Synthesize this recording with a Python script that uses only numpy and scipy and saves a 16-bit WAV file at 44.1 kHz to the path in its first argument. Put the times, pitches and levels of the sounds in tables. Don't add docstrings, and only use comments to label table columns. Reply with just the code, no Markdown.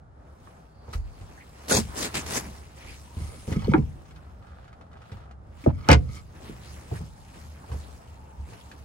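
import sys
import numpy as np
from scipy import signal
from scipy.fft import rfft, irfft, next_fast_len
from scipy.io import wavfile
from scipy.ndimage import uniform_filter1d

SR = 44100
rng = np.random.default_rng(int(sys.argv[2]) if len(sys.argv) > 2 else 0)


def volts(x):
    e = np.asarray(x, float) / 20
    return 10 ** e


def wav_out(sig):
    wavfile.write(sys.argv[1], SR, np.round(np.clip(np.atleast_2d(sig).T, -1, 1) * 32767).astype(np.int16))


N = 389844


def evened(x):
    return x / np.sqrt(np.mean(x ** 2) + 1e-20)


def read(points, hz):
    f, value = np.transpose(points)
    return np.interp(np.log(hz + 1), np.log(f + 1), value)


def colour(x, points):
    size = x.shape[-1]
    gain = volts(read(points, np.fft.rfftfreq(size, 1 / SR)))
    return evened(irfft(rfft(x) * gain, size))


def curve(tables, column=1):
    rows = np.concatenate(tables)
    return np.interp(np.arange(N) / SR, rows[:, 0], rows[:, column])


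def add(mix, s, sound):
    part = mix[round(s * SR):][:len(sound)]
    part += sound[:len(part)]


def wobble(size):
    return evened(uniform_filter1d(uniform_filter1d(rng.standard_normal(N), size), size))


def resonated(x, hz, width_hz):
    band = signal.iirpeak(hz, hz / width_hz, SR)
    return evened(signal.lfilter(*band, signal.lfilter(*band, x)))


def fibres(per_s, spread_db, channels=3):
    size = volts(spread_db * np.minimum(rng.exponential(1, N), 5)) * (rng.random(N) < per_s / SR)
    return size * rng.standard_normal((channels, N))


# time_s, level_db
TRAFFIC = [(0.0, -49), (0.69, -52), (0.93, -46.5), (1.4, -52), (2.2, -41.5), (2.9, -48.5), (4.2, -46.5),
           (4.9, -48.5), (5.19, -47), (5.46, -46.5), (6.72, -43.5), (7.19, -46), (7.83, -47.5),
           (8.84, -48.5)]


def unrest():
    power, t = volts(2 * curve([TRAFFIC])), np.arange(SR) / SR
    shake_db, rise_s, t60_s = -17, 0.017, 0.65
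    for s, peak_db, *_ in struck():
        add(power, s, (1 - np.exp(-t / rise_s)) * volts(2 * (peak_db + shake_db - 60 * t / t60_s)))
    return np.sqrt(power)


# pitch_hz, level_db (per Hz)
RUMBLE = [(13, -56.5), (22, -9), (45, -3), (72, 5), (85, -2), (103, -1.5), (177, -10), (221, -15.5),
          (258, -19), (400, -41.5), (520, -77.5), (880, -120)]
# pitch_hz, level_db (per Hz)
AIR = [(88, -39), (150, -1.5), (349, -10.5), (810, -7), (1010, -14.5), (1310, -13), (2530, -34.5),
       (4630, -38.5), (10200, -45), (12000, -59), (15600, -74.5), (22000, -120)]


def background():
    drone = signal.lfilter(*signal.iirpeak(72, 7, SR), rng.standard_normal((3, N)))
    rumble = colour(rng.standard_normal((3, N)), RUMBLE) + volts(-3.5) * colour(drone, RUMBLE)
    rumble = evened(rumble * volts(0.7 * wobble(size=2500)))
    air = colour(rng.standard_normal((3, N)), AIR) * volts(1.6 * wobble(size=4000))
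    return unrest() * rumble + volts(-56.5) * air


# time_s, level_db
STIR = [(0.0, -116), (0.27, -80), (0.78, -86), (0.92, -64), (1.03, -72), (1.15, -65), (1.51, -65.5),
        (1.62, -59), (1.88, -55), (2.43, -51.5), (2.71, -65), (3.66, -60.5), (3.8, -66), (4.65, -80),
        (5.43, -105), (5.8, -67), (6.24, -70.5), (8.84, -72)]
# start_s, grip_s, pull_s, first_level_db, last_level_db
DRAGS = [
    (0.926, .004, 0.013, -49.5, -49.5),
    (1.681, 0.029, 0.07, -26, -27),
    (1.929, 0.04, 0.08, -39.5, -34),
    (2.139, 0.0043, 0.051, -38, -41.5),
    (2.257, 0.0075, 0.11, -45.5, -30.5),
    (3.466, 0.0059, 0.053, -53.5, -50),
]
# peak_s, rise_s, fall_s, level_db, dullness_db
RUSTLES = [(0.458, 0.21, 0.45, -67, -2), (2.15, .012, 0.092, -39.5, 8), (2.262, .005, 0.05, -40.5, 0),
           (2.78, 0.037, 0.23, -59.5, 3), (2.92, 0.19, 0.25, -53.5, -7.5), (3.2, 0.13, 0.63, -55.5, -4),
           (5.13, 0.22, 0.15, -69.5, 3), (5.645, 0.15, 0.1, -60.5, 1.5), (5.87, 0.048, 0.16, -66, 20),
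           (6.16, .11, 0.09, -52, -9.5), (6.45, 0.16, 0.3, -58.5, 4), (6.7, 0.43, 0.5, -56, -1),
           (6.97, 0.19, 0.13, -53, 1), (7.3, 1, 0.2, -63.5, -6.5), (7.36, 0.095, 0.75, -59, -1),
           (7.74, 0.16, 0.64, -56.5, -2.5), (8.5, 0.11, 1, -60, -0.5)]


def rubbing():
    grip_db, let_go_db_per_s = -22.5, 401.5
    edge_db = -20.5
    t, power, dull = np.arange(N) / SR, volts(2 * curve([STIR])), np.zeros(N)
    for s, grip, pull, first_db, last_db in DRAGS:
        db = np.interp(t - s, [0, grip, grip + pull], [first_db + grip_db, first_db, last_db], left=-200)
        power = power + volts(2 * (db - let_go_db_per_s * np.maximum(t - s - grip - pull, 0)))
    for s, rise, fall, db, dull_db in RUSTLES:
        one = volts(2 * (db + edge_db * np.maximum((s - t) / rise, (t - s) / fall)))
        power, dull = power + one, dull + dull_db * one
    return 10 * np.log10(power), dull / power


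def patchy(x, patch_db):
    z = signal.stft(x, nperseg=256)[2]
    patches = rng.standard_normal(z.shape[:0:-1]).T
    patches = evened(uniform_filter1d(uniform_filter1d(patches, size=7, axis=0), size=14, axis=1))
    return signal.istft(z * volts(patch_db * patches), nperseg=256)[1][:, :N]


# pitch_hz, level_db (per Hz)
FIZZ = [(2500, -11.5), (4100, -3), (5200, -2), (6600, -4), (8200, -3.5), (12000, -10.5), (15500, -20),
        (16500, -12.5)]
# pitch_hz, level_db (per Hz)
RASP = [(1000, -42), (1700, 0), (2700, -2), (4000, -9.5), (6000, -20.5)]
# pitch_hz, level_db (per Hz)
SCRAPE = [(70, -48), (130, -0.5), (300, 1), (600, -3), (1000, -3), (1600, -9.5), (2600, -53.5)]


def cloth():
    rub_db, dull_db = rubbing()
    body_db = -3 + dull_db - 0.27 * (rub_db + 35)
    rasp_db = -5.5 + dull_db - 0.18 * (rub_db + 35)
    force = np.clip((rub_db + 65) / 30, .35, 1)
    clumps = volts(force * (1.6 * wobble(size=120) + .9 * wobble(size=900)))
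    fizz = volts(rub_db + .8) * colour(fibres(7000, 2.4), FIZZ)
    rasp = volts(rub_db + np.minimum(rasp_db, 9.5) + 2.0) * colour(fibres(5000, 1.0), RASP)
    scrape = volts(rub_db + np.minimum(body_db, 16.5) + 3.0) * colour(fibres(4000, 1.8), SCRAPE)
    weave_hz, width_hz = 6400, 1200
    weave = signal.lfilter(*signal.iirpeak(weave_hz, weave_hz / width_hz, SR), fibres(5500, 2.2))
    weave = volts(rub_db + 0.5 + 0.34 * (rub_db + 23.5)) * evened(weave)
    return patchy(clumps * (fizz + rasp + scrape + weave), 1.9)


# pitch_hz, level_db (per Hz)
PUFF = [(700, -6.5), (1500, 3), (4000, -4), (8000, -16), (14000, -34)]


def dry_slips(rows):
    out, t = np.zeros(N), np.arange(SR // 10) / SR
    for s, peak_db, hz, fizz_db in rows:
        ring = np.sin(2 * np.pi * hz * t) + 0.29 * np.sin(2 * np.pi * 1.5 * hz * t)
        puff = colour(rng.standard_normal(len(t)), PUFF) * volts(fizz_db + 4.0 - 60 * t / 0.076)
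        add(out, s, volts(peak_db - 2.0) * (ring * volts(-60 * t / 0.022) + puff))
    return out


# start_s, peak_db, pitch_hz, fizz_db (relative)
TICKS = [(0.2838, -50, 1150, -41), (0.473, -37, 1150, -32), (0.9342, -26, 1310, -13.5),
         (1.2116, -48.5, 1120, -7), (3.5247, -28.5, 1910, -10.5), (3.8223, -44, 933, -15),
         (4.0547, -59, 1130, -1), (4.109, -48, 2230, -7), (4.1608, -47, 990, -6), (5.118, -46.5, 2060, -2),
         (5.6411, -38, 2200, -14), (7.3412, -52, 1090, -3), (7.642, -38, 870, -28), (7.717, -32, 1050, -16),
         (8.077, -55, 3020, -16), (8.533, -40, 640, -12), (8.6118, -43, 3340, -27), (8.715, -38, 1700, -11)]


def ticks():
    return dry_slips(TICKS)


# start_s, length_s, level_db, pitch_hz, width_hz
SWELLS = [
    (2.76, 0.23, -52.5, 2200, 1700),
    (3.12, 0.43, -57.5, 9200, 2000),
    (7.9, 1, -60.5, 910, 150),
    (0.6, 1, -72, 4520, 720),
]


def swells():
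    out = np.zeros((3, N))
    for s, length, db, hz, width_hz in SWELLS:
        gate = np.zeros(N)
        add(gate, s, signal.windows.tukey(round(length * SR), .5))
        out += volts(db) * gate * resonated(fibres(7400, 0.9), hz, width_hz)
    return out


# start_s, peak_db, boom_hz, knock_db (relative)
STEPS = [(0.879, -37.5, 112, -2), (0.951, -20.5, 48, -19.5), (1.211, -32.5, 64, -12),
         (2.847, -33, 57.4, -11), (4.152, -39, 81.4, -26), (5.119, -30, 119, -14.5),
         (6.496, -29, 195, -28.5), (6.917, -20.5, 118, -24), (7.008, -26, 102, -21), (7.45, -42, 69.6, -26),
         (7.69, -38, 71.4, -3.5), (7.717, -27, 56, -11.5), (7.74, -29, 62, -9), (8.075, -41, 65.2, -34),
         (8.393, -31, 50, -23), (8.519, -39, 55, -4)]
# start_s, peak_db, boom_hz, knock_db (relative), knock_hz
BUMPS = [
    (1.712, -19, 296, 2, 520),
    (1.746, -15.5, 157, -8.5, 511),
    (1.782, -13.5, 190, -25, 517),
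    (2.261, -49, 274, -3, 980),
    (2.429, -37.5, 71.7, -7, 1136),
]
LIFT = [(3.169, -21, 81, -22, 895), (3.203, -22, 79, -31, 474), (3.478, -22, 149, -12, 507),
        (3.517, -19, 154.6, -14, 505), (3.562, -13.5, 150, -21, 430), (3.62, -28, 51.5, -4.5, 1180),
        (3.644, -23, 53.8, -8, 750), (3.672, -24, 150, -22, 452), (3.69, -12, 133, -41, 476),
        (3.717, -26.5, 116.3, 0.5, 470), (3.737, -22, 320, 7, 1150), (3.742, -15, 274, -14, 700),
        (3.779, -10.5, 147, -24.5, 454)]
DROP = [
    (5.662, -20, 262, -14, 620),
    (5.672, -12, 112, -30, 800),
    (5.889, -6, 272, 0.5, 1050),
    (5.895, -5, 137, -8, 700),
    (5.904, -6.5, 94, -6, 1700),
    (5.914, -10.5, 121, -0.5, 730),
    (5.93, -18.5, 99.8, 3, 1470),
    (5.945, -14.5, 232, -17, 512),
    (5.985, -33, 150, -33, 500),
]


def struck():
    steps = [(*row, 656, -53) for row in STEPS]
    bumps = [(*row, -56) for row in BUMPS]
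    lift = [(*row, -41.5) for row in LIFT]
    drop = [(*row, -43) for row in DROP]
    return sorted(steps + bumps + lift + drop)


def near(hz, centre_hz, octaves):
    return volts(-6 * (np.log2(hz / centre_hz) / octaves) ** 2)


# pitch_hz, level_db (per Hz)
CRACK = [(800, -22.5), (1500, 4.5), (2800, 5), (3900, -3), (5200, 0), (8000, -9.5), (12000, -35),
         (16000, -45.5)]


def snap(t):
    return colour(rng.standard_normal(len(t)), CRACK) * (volts(-60 * t / .013) + volts(-13 - 60 * t / .09))


# pitch_hz, level_db, t60_s
BENCH = [(52.6, -1.5, 0.42), (72, 1.5, 0.29), (96.1, 1, 0.26), (116.9, 2, 0.14), (155, -0.5, 0.21),
         (185, -3.5, 0.2), (221.8, 2.5, 0.16), (265.6, 0, 0.13), (296, -1, 0.08), (328, -10.5, 0.18),
         (394.6, 4, 0.054)]


def boom(t, boom_hz):
    hz, db, t60 = np.transpose(BENCH)[:, :, None]
    spot = rng.standard_normal((3, len(hz), 1))
    swell = near(hz, boom_hz, 0.97) * (1 - np.exp(-t * hz / 0.66))
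    swell = swell * (0.5 + volts(-60 * t / .12))
    swing = np.sin(2 * np.pi * hz * (1 + 0.035 * spot[1]) * t + 0.73 * spot[2])
    out = (volts(db + 3.1 * spot[0] - 60 * t / t60) * swell * swing).sum(0)
    return out / abs(out).max()


def knock(t, knock_hz):
    ladder = np.geomspace(400, 4500, 36)[:, None]
    spot = rng.standard_normal((3, len(ladder), 1))
    high = ladder * (1 + 0.031 * spot[1])
    fade_db = -60 * t / (0.063 * (1000 / high) ** 1.1)
    rise = (1 - np.exp(-high * t / .6)) ** 2
    favour = near(high, knock_hz, np.sqrt(knock_hz / 1000))
    swing = np.sin(2 * np.pi * high * t + 1.41 * spot[2])
    out = (volts(0.98 * spot[0] + fade_db) * favour * rise * swing).sum(0)
    return out / abs(out).max()


def blows():
    out, t = np.zeros(N), np.arange(SR // 3) / SR
    for s, peak_db, boom_hz, knock_db, knock_hz, crack_db in struck():
        add(out, s, volts(peak_db - 1.0) * boom(t, boom_hz) + volts(crack_db - 7.5) * snap(t))
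        add(out, s, volts(peak_db + knock_db + 2.5) * knock(t[:SR // 6], knock_hz))
    return out


def rings(rows):
    out, t = np.zeros(N), np.arange(SR // 4) / SR
    for s, peak_db, hz, t60 in rows:
        pair = np.sin(2 * np.pi * hz * t) + volts(-8) * np.sin(2 * np.pi * hz * 1.045 * t)
        add(out, s, volts(peak_db + 2.5 - 60 * t / t60) * (1 - np.exp(-t * hz / 0.87)) * pair)
    return out


# start_s, peak_db, pitch_hz, t60_s
PANEL_MODES = [(1.711, -18.5, 1450, 0.05), (1.709, -19, 560, .06), (1.733, -19, 520, .05),
               (3.6805, -24, 520, .03), (3.68, -18.5, 414, 0.049), (3.689, -10, 190, .05),
               (3.7, -19, 140, .2), (3.7365, -15.5, 1375, 0.022), (3.7365, -24, 2210, 0.042),
               (3.737, -36, 3300, .025), (7.7, -31, 72, .45), (8.375, -35, 68, .4), (7.44, -38, 72, .4),
               (0.945, -26, 44, .5), (5.67, -20, 80, .3), (3.645, -40, 4300, .03), (3.646, -42, 3000, .025),
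               (3.663, -42, 2150, .02), (3.741, -6, 315, .06), (3.745, -24, 995, .1),
               (3.749, -24, 770, 0.1), (3.748, -31.5, 1706, 0.035), (3.78, -43.5, 2190, 0.033),
               (5.638, -35, 272, .15), (5.6625, -8, 600, .03), (5.662, -33, 1220, .025),
               (5.6715, -5.5, 250, .05), (5.675, -19, 135, .2), (5.6765, -26, 640, .03),
               (5.688, -32, 560, .05), (5.6395, -40, 2180, .04), (5.664, -14, 340, .04),
               (5.672, -19.5, 458, 0.042), (5.888, -9, 796, 0.032), (5.898, -15.5, 711, 0.17),
               (5.903, -18, 1217, .07), (5.893, -12, 560, .06), (5.92, -14, 500, .08),
               (5.908, -17, 125, .4), (5.901, -15, 2113, 0.1), (5.905, -21, 2960, 0.046),
               (5.9145, -16, 4610, .018), (5.912, -8, 280, 0.093), (5.929, -18.5, 1472, 0.06),
               (5.936, -21.5, 996, 0.05), (6.9135, -32, 700, 0.042), (6.925, -30, 410, 0.038)]


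def panel_rings():
    return rings(PANEL_MODES)


# start_s, length_s, level_db, from_hz, to_hz
SQUEAK = (1.372, .06, -55, 1750, 2150)


def squeak():
    s, length, db, from_hz, to_hz = SQUEAK
    out, size = np.zeros(N), round(length * SR)
    hz = np.linspace(from_hz, to_hz, size) + 130 * wobble(size=40)[:size]
    level = volts(db + 5.4 * wobble(size=90)[:size]) * signal.windows.tukey(size, .3)
    add(out, s, level * np.sin(2 * np.pi * np.cumsum(hz) / SR))
    return out


# start_s, peak_db, pitch_hz, t60_s
JERKS = [(1.7225, -12.5, 6700, .02), (1.7225, -19, 4600, .012), (1.747, -16.5, 6450, .03),
         (1.749, -21, 5300, .02), (1.766, -19, 6700, 0.045), (1.768, -25, 5200, .02),
         (1.697, -29, 6000, .04), (1.973, -36, 5200, .04), (2.01, -35, 7000, .03),
         (2.345, -30, 6300, 0.049)]


def weave_jerks():
    return 0.52 * rings(JERKS)


# start_s, length_s, level_db, pitch_hz, width_hz
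BRUSHES = [(2.14, .055, -39.5, 1500, 1500), (1.87, .09, -50, 1000, 900), (2.075, .04, -48, 1400, 1200),
           (3.03, .3, -58, 950, 200), (3.3, .07, -54, 500, 160), (3.33, .07, -50, 250, 120),
           (4.14, .2, -61, 1100, 700), (2.3, .25, -45, 150, 90), (5.876, .016, -37, 1400, 900),
           (3.755, .04, -52, 2200, 800), (5.93, .03, -28, 900, 500), (7.72, .06, -47, 300, 150),
           (8.52, .035, -55, 1100, 1300), (8.1, .4, -60, 880, 120), (2.195, .03, -44, 6500, 2500),
           (2.15, .04, -42, 3000, 2000), (2.865, .05, -50, 2400, 700), (2.755, .03, -60, 8000, 3000),
           (4.42, .33, -70, 3000, 3000), (4.93, .38, -69, 3200, 3000), (1.72, .07, -33, 4800, 1500),
           (5.895, .02, -30, 2800, 1800), (5.93, .02, -31, 2600, 1800), (7.03, .45, -60, 860, 140),
           (5.67, .05, -38, 750, 500), (2.045, .02, -38, 1500, 1500)]


def brushes():
    out = np.zeros((3, N))
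    for s, length, db, hz, width_hz in BRUSHES:
        size = round(length * SR)
        hiss = resonated(rng.standard_normal((3, SR // 2)), hz, width_hz)[:, -size:]
        add(out.T, s, (volts(db) * signal.windows.tukey(size, .5) * hiss).T)
    return out


def stick_slip(tables, modes, per_s, spread_db, waver_db):
    snaps = fibres(per_s, spread_db, channels=1)[0]
    sung, gate = np.zeros(N), np.zeros(N)
    for hz, width_hz, db in modes:
        sung += volts(db + waver_db * wobble(size=350)) * resonated(snaps, hz, width_hz)
    for rows in tables:
        length = rows[-1][0] - rows[0][0]
        add(gate, rows[0][0], signal.windows.tukey(round(length * SR), .15))
    return volts(curve(tables)) * gate * sung


# time_s, level_db
SLIDE = [
    [(3.14, -95), (3.206, -58), (3.41, -66), (3.44, -77)],
    [(3.475, -53), (3.558, -52.5), (3.694, -55), (3.73, -39)],
    [(5.45, -85), (5.654, -74), (5.688, -73), (5.87, -53), (5.88, -49)],
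    [(6.02, -73), (6.158, -53.5), (6.204, -59), (6.22, -74)],
]
# pitch_hz, width_hz, level_db
GLAZE = [(1240, 200, 1), (2160, 280, -1.5), (3200, 420, -7), (4350, 480, -10), (5050, 300, -11),
         (6230, 420, -16)]


def finger():
    return volts(0.5) * stick_slip(SLIDE, GLAZE, 1200, 2.2, 3.2)


# start_s, peak_db
SLIPS = [(4.192, -48), (4.227, -48), (4.267, -49), (4.443, -47), (4.508, -47), (4.533, -47), (4.571, -46),
         (4.591, -47), (4.685, -49), (4.811, -44), (4.865, -49), (4.914, -46), (4.989, -46), (5.104, -47),
         (5.183, -45), (5.238, -45), (5.276, -50), (5.309, -45)]
# pitch_hz, width_hz, level_db
JOINT = [(690, 420, 0), (1250, 560, -2)]


def joint_slips():
    (low_hz, *_), (high_hz, *_) = JOINT
    t60_s = .018
    low = [(s, db - 4.5, low_hz, t60_s) for s, db in SLIPS]
    high = [(s, db - 5.5, high_hz, t60_s) for s, db in SLIPS]
    return rings(low + high)


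# time_s, level_db
HELD = [
    [(4.38, -68), (4.448, -58.5), (4.734, -62.5), (4.772, -94), (4.814, -63), (4.882, -105), (4.93, -57.5),
     (5.326, -64), (5.36, -88)],
]


def held_lid():
    return volts(2.0) * stick_slip(HELD, JOINT, 400, 1.2, 1.2)


# start_s, peak_db
CREAKS = [(4.425, -45), (4.4693, -43.5), (4.6119, -59), (4.6433, -43.5), (4.679, -40), (4.729, -41),
          (4.812, -41), (4.8648, -53), (4.9158, -46), (4.9302, -42), (4.9704, -44), (5.0185, -40),
          (5.0553, -45), (5.1704, -42), (5.2026, -45.5), (5.2385, -51), (5.311, -39.5)]


def creaks():
    return dry_slips([(*row, 1250 * (1 + 0.037 * rng.standard_normal()), -17) for row in CREAKS])


# start_s, crack_db
SLAPS = [
    (5.888, -17),
    (5.902, -24),
    (5.9151, -11.5),
    (5.929, -12.5),
]


def slaps():
    out, t = np.zeros(N), np.arange(SR // 3) / SR
    for s, crack_db in SLAPS:
        add(out, s, volts(crack_db + 2.0) * snap(t))
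    return out


# pitch_hz, t60_s
CABIN = [(60, 0.97), (250, 0.049), (1000, 0.088), (4000, 0.062), (12000, 0.024)]


def cabin(x):
    taps = np.zeros((2, SR // 2))
    at = np.arange(60, SR // 2 - 20, 20) + rng.integers(0, 20, (2, (SR // 2 - 61) // 20))
    np.put_along_axis(taps, at, rng.choice([-1., 1.], at.shape), 1)
    f, t, z = signal.stft(taps, SR, nperseg=256)
    z = z * volts(-60 * t / read(CABIN, f)[:, None])
    tail = signal.istft(z / np.sqrt((abs(z) ** 2).sum(2, keepdims=True)), SR, nperseg=256)[1]
    walls = signal.fftconvolve(x[None], tail / np.linalg.norm(tail[0]), axes=1)[:, :N]
    return np.vstack([x, walls])


def ports(x, direct, lead, tilt):
    size = next_fast_len(N + SR // 4)
    hz, side, z = np.fft.rfftfreq(size, 1 / SR), np.array([[.5], [-.5]]), rfft(x, size)
    share = np.clip(read(direct, hz), 0, 1)
    straight = np.sqrt(share) * np.exp(1j * side * np.interp(hz, *np.transpose(lead))) * z[0]
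    scattered = np.sqrt(1 - share) * z[1:]
    return irfft((straight + scattered) * volts(side * read(tilt, hz)), size)[:, :N]


# pitch_hz, share (0-1)
DIRECT_CLOTH = [(40, 1), (100, 0.85), (300, 1.0), (1000, 0.09), (4000, 0.54), (9000, -0.1), (15000, 3)]
DIRECT_WOOD = [(40, .75), (120, 0.94), (300, 0.8), (1000, 0.55), (2000, .7), (4000, 0.75), (13300, 1)]
# pitch_hz, lead_radians
LEAD_CLOTH = [(0, 0.5), (950, -3), (1810, -1.5), (5080, -1.5), (5510, 2.7), (11800, -7.5), (14600, -11.5),
              (16400, -13)]
LEAD_WOOD = [(0, 0), (250, .5), (600, 1.9), (1200, 1.5), (16400, 1.6)]
# pitch_hz, left_minus_right_db
TILT_CLOTH = [(60, 0), (180, 0), (550, 2.5), (1650, -2.5), (4970, 4), (15000, -5)]
TILT_WOOD = [(60, -0.5), (180, -3), (300, 1), (550, 3), (1000, -3), (1650, -2), (4970, 3), (15000, 0)]


def scene():
    soft = background() + cloth() + swells() + weave_jerks() + brushes() + joint_slips()
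    wood = ticks() + blows() + panel_rings() + squeak() + finger() + held_lid() + creaks() + slaps()
    heard_soft = ports(soft, DIRECT_CLOTH, LEAD_CLOTH, TILT_CLOTH)
    return heard_soft + ports(cabin(wood), DIRECT_WOOD, LEAD_WOOD, TILT_WOOD)


# pitch_hz, level_db
CENTRE = [(12300, 0), (12750, -12), (12900, -45), (13600, -45), (13900, 0)]


def steered(x):
    mid = x.mean(0)
    notch = volts(read(CENTRE, np.fft.rfftfreq(N, 1 / SR)))
    return x - mid + irfft(rfft(mid) * notch, N)


# start_s, length_s, pitch_hz, width_hz
DROPOUT = (1.715, .085, 2950, 460)


def dropout(x):
    s, length, hz, width_hz = DROPOUT
    out, at, size = x.copy(), round(s * SR), round(length * SR)
    lost = rfft(x[:, at:at + size]) * (abs(np.fft.rfftfreq(size, 1 / SR) - hz) < width_hz / 2)
    add(out.T, s, -(signal.windows.tukey(size, .3) * irfft(lost, size)).T)
    return out


def top_cut(x):
    return signal.sosfilt(signal.butter(12, 16790, fs=SR, output="sos"), x)


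def record(dry):
    thin = signal.lfilter(*signal.butter(2, 38, "high", fs=SR), dry)
    limited = .95 * np.tanh(thin / .95)
    edge = signal.firwin(511, 15900, window=("kaiser", 9), fs=SR)
    mix = signal.oaconvolve(dropout(steered(limited)), edge[None], "same")
    return top_cut(mix)


dry = scene()
out = record(dry)
wav_out(out)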